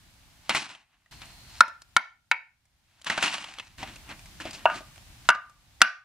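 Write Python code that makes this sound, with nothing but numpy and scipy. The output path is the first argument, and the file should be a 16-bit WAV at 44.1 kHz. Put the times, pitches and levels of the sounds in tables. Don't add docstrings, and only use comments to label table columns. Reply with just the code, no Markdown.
import sys
import numpy as np
from scipy import signal
from scipy.fft import rfft, irfft
from scipy.io import wavfile
from scipy.ndimage import uniform_filter1d

SR = 44100
rng = np.random.default_rng(int(sys.argv[2]) if len(sys.argv) > 2 else 0)


def int16_out(signal):
    q = np.round(np.clip(np.atleast_2d(signal).T, -1, 1) * 32767)
    wavfile.write(sys.argv[1], SR, q.astype(np.int16))


def invert_db(level):
    return 10 ** (np.asarray(level, dtype=float) / 20)


N = 266540
T = np.arange(N) / SR
SECOND_PAIR_S = 3.775


def colour(x, points):
    hz, db = np.transpose(points)
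    grid_hz = np.fft.rfftfreq(2048, 1 / SR) + 1
    log_gain = np.log(invert_db(np.interp(np.log(grid_hz), np.log(hz), db)))
    cepstrum = irfft(log_gain)
    cepstrum[1:1024] *= 2
    cepstrum[1025:] = 0
    response = irfft(np.exp(rfft(cepstrum)))
    response = response.reshape((1,) * (x.ndim - 1) + (-1,))
    return signal.oaconvolve(x, response, axes=-1)[..., :x.shape[-1]]


def band(x, lo_hz, hi_hz):
    return signal.sosfilt(signal.butter(2, [lo_hz, hi_hz], "bandpass", fs=SR, output="sos"), x)


def unit(x):
    return x / np.sqrt(np.mean(x ** 2))


def ring(x, hz, t60):
    pole = np.exp(2j * np.pi * hz / SR - np.log(1000) / (max(t60, .005) * SR))
    return signal.lfilter([1], [1, -pole], x).imag


def add(out, s, x):
    i = int(s * SR)
    out[..., i:i + x.shape[-1]] += x[..., :N - i]


def walk(rate):
    k = int(SR / rate)
    held = np.repeat(rng.standard_normal(N // k + 1), k)
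    return 1.2 * uniform_filter1d(uniform_filter1d(held, k), k)[:N]


def spread(mid, side):
    return mid + side * np.array([[1], [-1]])


def latest(table):
    rows = np.array(table)
    return rows[np.maximum(np.searchsorted(rows[:, 0], T) - 1, 0)].T


def background_db():
    # start in seconds, hiss level in dB just after.
    background_steps = [(0, -81), (.56, -103), (1.111, -74.5), (1.612, -91.5), (1.97, -101), (2.318, -102),
                        (3.24, -91.5), (3.777, -74), (4.66, -78.5), (5.294, -91), (5.822, -103)]
    # start in seconds, resting hiss level in dB.
    resting_levels = [(0, -80.5), (1.111, -76.5), (3.777, -75.5)]
    creep_db_per_s = 18.5
    s, db = latest(background_steps)
    resting_db = latest(resting_levels)[1]
    return np.minimum(db + creep_db_per_s * (T - s), np.maximum(db, resting_db))


def background():
    # frequency in Hz, relative density in dB.
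    background_spectrum = [(15, -31), (25, -6), (49, -0.5), (123, -6), (200, -14), (309, -17.5), (439, -26),
                           (714, -16), (1230, -20), (1700, -19), (4140, -20.5), (11300, -28.5),
                           (15600, -34.5), (16100, -65.5)]
    mid, side = colour(rng.standard_normal((2, N)), background_spectrum)
    side = colour(side, [(100, -10.5), (600, -5.5), (3000, -0.5)])
    both = spread(mid, side)
    rumble = invert_db(2 * walk(5.8)) * band(both, 25, 380)
    both = both + .5 * rumble
    hiss = np.sqrt(np.mean(band(both.mean(axis=0), 12470, 15500) ** 2))
    return invert_db(background_db()) * both / hiss


def drag_levels():
    # loudest moment in seconds, level in dB, seconds to swell 20 dB,
    # seconds to fade 20 dB (either is 2 ms at least), treble in dB relative to the level.
    drags = [(0.503, -25.5, -0.0047, 0.0632, -12), (0.555, -30.5, 0.0449, 0.0964, -3.5),
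             (.63, -46.5, 0.1461, -0.0355, 1), (.705, -50, 0.19, .1, -5.5), (0.754, -56.5, .02, 0.11, -9),
             (.93, -74, 0.8, 0.3, -15), (1.118, -56, -0.22, 0.16, -2), (1.219, -52.5, 0.03, 0.14, -10),
             (1.3, -63, 0.04, .1, -1), (1.59, -56, 0.21, 0.03, 2), (3.021, -69.5, -0.16, -1.8, 23),
             (3.068, -33, 0.01, 0.0533, -7), (3.106, -34, 0.0118, 0.11, -9),
             (3.183, -32.5, 0.0279, 0.0654, -9), (3.238, -28.5, 0.0539, 0.155, -4.5),
             (3.378, -45.5, 0.29, .3, -4), (3.59, -52.5, 0.14, -0.04, -8), (3.682, -56, 0.07, -0.14, -0.5),
             (3.783, -49, -0.11, 0.3, -5), (3.834, -40, 0.02, 0.0628, -33), (3.96, -49, -0.43, -0.22, 6),
             (4.116, -44, 0.07, 0.04, -13), (4.26, -67, -1.5, 0.5, 3), (4.407, -41.5, 0.01, 0.1648, -5.5),
             (4.461, -43, 0.0459, 0.0459, -21), (4.531, -48, -0.18, 0.07, 5),
             (4.635, -55, 0.25, 0.25, -16.5), (4.719, -45, 0.06, 0.0745, -7),
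             (4.758, -41.5, 0.0458, 0.04, -2.5), (4.98, -49, -0.04, 0, -4), (5.251, -57.5, -1.04, 0.07, -1)]
    body, treble = 0, 0
    for s, db, swell_s, fade_s, treble_db in drags:
        swell, fade = (s - T) / max(swell_s, .002), (T - s) / max(fade_s, .002)
        gain = invert_db(db - 20 * np.maximum(swell, fade))
        body = body + gain ** 2
        treble = treble + (gain * invert_db(treble_db)) ** 2
    return np.sqrt(body), np.sqrt(treble)


def scrapes():
    # frequency in Hz, relative density in dB.
    bark = [(290, -30.5), (500, -21), (629, -9), (683, 1), (884, 5.5), (1220, 3.5), (2790, 6), (4500, -9.5),
            (5850, -37.5), (9900, -120)]
    bark_treble = [(2350, -29.5), (4000, -5), (5070, -7), (5440, -8), (9220, -15), (16000, -46)]
    drag, fizz = drag_levels()
    slip_size = np.minimum(rng.exponential(size=N // 40 + 1), 4).repeat(40)[:N]
    grit = rng.standard_normal((3, N)) * invert_db(2.0 * slip_size + 2.5 * walk(45))
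    body = spread(unit(colour(grit[0], bark)), 0.32 * unit(colour(grit[1], bark)))
    treble = spread(unit(colour(grit[0], bark_treble)), 0.29 * unit(colour(grit[2], bark_treble)))
    rub_db = np.where(T < SECOND_PAIR_S, -15.5, -6)
    rub = invert_db(rub_db) * unit(band(grit[0], 110, 420))
    return drag * (body + rub) + fizz * treble


def shed(x):
    # frequency in Hz, level in dB, time to fade 60 dB in seconds.
    echo_bands = [(268, -11, 0.15), (494, -9, 0.031), (890, -10, .3), (1935, -10, 0.32), (3960, -18, 0.3),
                  (8000, -25.5, 0.19), (13000, -25, 0.1)]
    t = T[:SR // 2]
    noise = rng.standard_normal((2, len(t)))
    echoes = spread(noise[0], 0.67 * noise[1]) * np.clip((t - .004) / 0.0033, 0, 1)
    response = 0
    for hz, db, t60 in echo_bands:
        fading = band(echoes, hz / 1.636, hz * 1.488) * invert_db(-60 * t / t60)
        energy = np.sum(fading ** 2, axis=1, keepdims=True)
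        response = response + invert_db(db) * fading * np.sqrt(2 * hz / SR / energy)
    return signal.fftconvolve(x.mean(axis=0)[None], response, axes=1)[:, :N]


def knocks():
    # start in seconds, strength in dB, pitch in Hz, relative treble in dB.
    ticks = [(.495, -11, 2940, -10.5), (.549, -15.5, 2190, -13.5), (.569, -22, 2290, -15),
             (.623, -31, 2500, -9), (.704, -47, 1020, -15), (0.751, -39.5, 3160, -15.5),
             (1.061, -55, 1990, -22), (1.219, -36.5, 3667, -11), (1.256, -55, 912, 9.5),
             (1.681, -39, 1421, -4), (1.82, -40.5, 4805, -2), (2.655, -66.5, 2273, 5),
             (3.016, -48, 3180, 1), (3.046, -38, 2800, 0), (3.067, -25, 1710, -14.5), (3.1, -14, 1984, -27),
             (3.178, -18.5, 1500, -18), (3.227, -14.5, 2730, -4.5), (3.279, -23, 2800, -15),
             (3.34, -23.5, 3630, -6.5), (3.382, -25.5, 2950, -17.5), (3.443, -29, 3290, -8.5),
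             (3.487, -37.5, 2970, -32), (3.539, -37, 3000, -8), (3.586, -28, 3290, -19),
             (3.598, -26, 2830, -31), (3.671, -51, 2500, -17), (3.83, -28, 895, -23),
             (3.962, -41, 2740, -3.5), (4.092, -46.5, 1190, 4), (4.194, -43.5, 2400, -3),
             (4.258, -44.5, 2280, -2), (4.402, -31, 1890, -11), (4.419, -37.5, 2670, -3),
             (4.454, -28.5, 740, -18), (4.51, -33.5, 4900, -3), (4.55, -35.5, 2700, -6.5),
             (4.743, -34.5, 1860, -7.5), (4.806, -41.5, 596, -11), (4.96, -46, 2370, -0.5),
             (5.35, -31.5, 1500, -22.5), (5.497, -52, 1300, 0), (5.807, -32, 2014, -16)]
    contact_s, contact_hz = .0048, 2500
    thud_db = -32
    out, t = np.zeros((2, N)), T[:SR // 8]
    for s, strength_db, hz, treble_db in ticks:
        length = contact_s * np.sqrt(contact_hz / hz)
        contact = rng.standard_normal((3, len(t))) * np.minimum(t / 0.0003, 1) * np.exp(-t / length)
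        note = ring(contact[0], hz, 0.009)
        body = note / np.abs(note).max() + band(contact[0], 370, 4000)
        fizz = spread(band(contact[1], 4000, 10000), 0.2 * band(contact[2], 3700, 7300))
        thud = band(contact[0], 150, 420)
        parts = body / np.abs(body).max() + invert_db(treble_db) * fizz / np.abs(fizz).max()
        parts = parts + invert_db(thud_db) * thud / np.abs(thud).max()
        add(out, s - .001, invert_db(strength_db) * parts)
    return out


def thin_band():
    from_s, to_s = 1.112, 1.6
    start_hz, sag_hz_per_s, level_db = 4300, 170, -62.5
    centre_hz = start_hz - sag_hz_per_s * (T - from_s)
    carrier = np.exp(2j * np.pi * np.cumsum(centre_hz) / SR)
    width = uniform_filter1d(rng.standard_normal((2, 2, N)), 120)
    noise = unit(((width[0] + 1j * width[1]) * carrier).real)
    return noise * invert_db(level_db) * ((T > from_s) & (T < to_s))


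def blows():
    # start in seconds, strength in dB near 1450 Hz,
    # then dB relative to it at 900, 2700 and 4400 Hz.
    blow_rows = [(1.607, -0.5, -7.5, -14.5, -11), (1.966, -2, -11, -10, -13), (2.3147, -12.5, -2.5, 11, -3),
                 (4.6562, -8.5, 5.5, -2.5, -22), (4.7003, -17.5, -3.5, -7, -15.5),
                 (5.2899, 0, -5, -11, -15), (5.3024, -7, -17, -9, -15.5), (5.8174, 3, -15, -7, -12)]
    blow_hz = [400, 900, 1450, 2700, 4400]
    # frequency in Hz, relative level in dB, time to fade 60 dB in s.
    first_logs = [(905, -7.5, 0.11), (992, -6.5, 0.13), (1335, -4.5, 0.075), (1431.4, 0.5, 0.07),
                  (1517, -6.5, 0.074), (1770, -12.5, 0.066), (1885, -19.5, 0.17), (2235, -8.5, 0.098),
                  (2260, -18, 0.2), (2673, -14.5, .06), (3305, -17, 0.05), (3893, -7, 0.034),
                  (4530, -6.5, .03)]
    second_logs = [(740, 11.5, 0.02), (960.5, 4.5, 0.078), (1045, -9.5, 0.13), (1205, -1.5, 0.38),
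                   (1363, 1, 0.09), (1456, 2.5, 0.16), (1500, 0, 0.29), (1624, -4.5, 0.28),
                   (1860, -11, 0.2), (2256, -9.5, 0.18), (2729, 6.5, 0.091), (2860, 0.5, 0.15),
                   (3265, 6.5, 0.0092), (4800, -8.5, 0.063)]
    low_below_body_db, low_db_per_db = -8.5, -0.5
    out, t = np.zeros((2, N)), T[:SR // 2]
    for s, strength_db, body, upper, top in blow_rows:
        low = body + low_below_body_db + low_db_per_db * strength_db
        contact = np.minimum(t / 0.00018, 1) / (1 + (t / 0.0047) ** 4)
        chatter = rng.standard_normal((2, len(t))) * contact
        hz, db, t60 = np.transpose(first_logs if s < SECOND_PAIR_S else second_logs)[..., None]
        phase = rng.random(hz.shape)
        size, shift = rng.standard_normal(hz.shape), rng.standard_normal(hz.shape)
        phase = phase + 0.009 * np.cumsum(rng.standard_normal((len(hz), len(t))), axis=1)
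        shifted_hz = hz * (1 + .004 * shift)
        modes = invert_db(db + 2 * size - 60 * t / t60) * np.sin(2 * np.pi * (shifted_hz * t + phase))
        kept = min(invert_db(-10.5 - 0.38 * strength_db), 1)
        tone = modes.sum(axis=0) * (1 - np.exp(-t / 0.0004))
        tone = tone * (kept + (1 - kept) / (1 + (t / 0.006) ** 3))
        crack = spread(chatter[0], 0.28 * band(chatter[1], 2500, 8600))
        crack = colour(crack, [(1800, -3.5), (3500, -1)])
        hit = tone / np.sqrt(np.sum(invert_db(db) ** 2)) + invert_db(3.5 + 0.72 * strength_db) * crack
        middle = zip(blow_hz, [low, body, 0, upper, top])
        hit = colour(hit, [(40, -22), (200, -18), *middle, (9000, top - 8), (16000, top - 21)])
        add(out, s - .001, invert_db(strength_db) * hit)
    return out


def scene():
    wood = scrapes() + knocks() + blows()
    lag = np.exp(-2j * np.pi * np.fft.rfftfreq(N) * 1.4)
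    near = np.array([invert_db(.7) * irfft(rfft(wood[0]) * lag, N), wood[1]])
    near = near + shed(wood)
    dip_hz, dip_width_hz, dip_depth = 461.5, 210, .8
    near = near - dip_depth * band(near, dip_hz - dip_width_hz / 2, dip_hz + dip_width_hz / 2)
    return background() + near + thin_band()


def roll_off(x):
    return signal.sosfilt(signal.butter(12, 17060, fs=SR, output="sos"), x)


def record(dry):
    mix = np.tanh(0.93 * dry) / 0.73
    return roll_off(mix)


dry = scene()
out = record(dry)
int16_out(out)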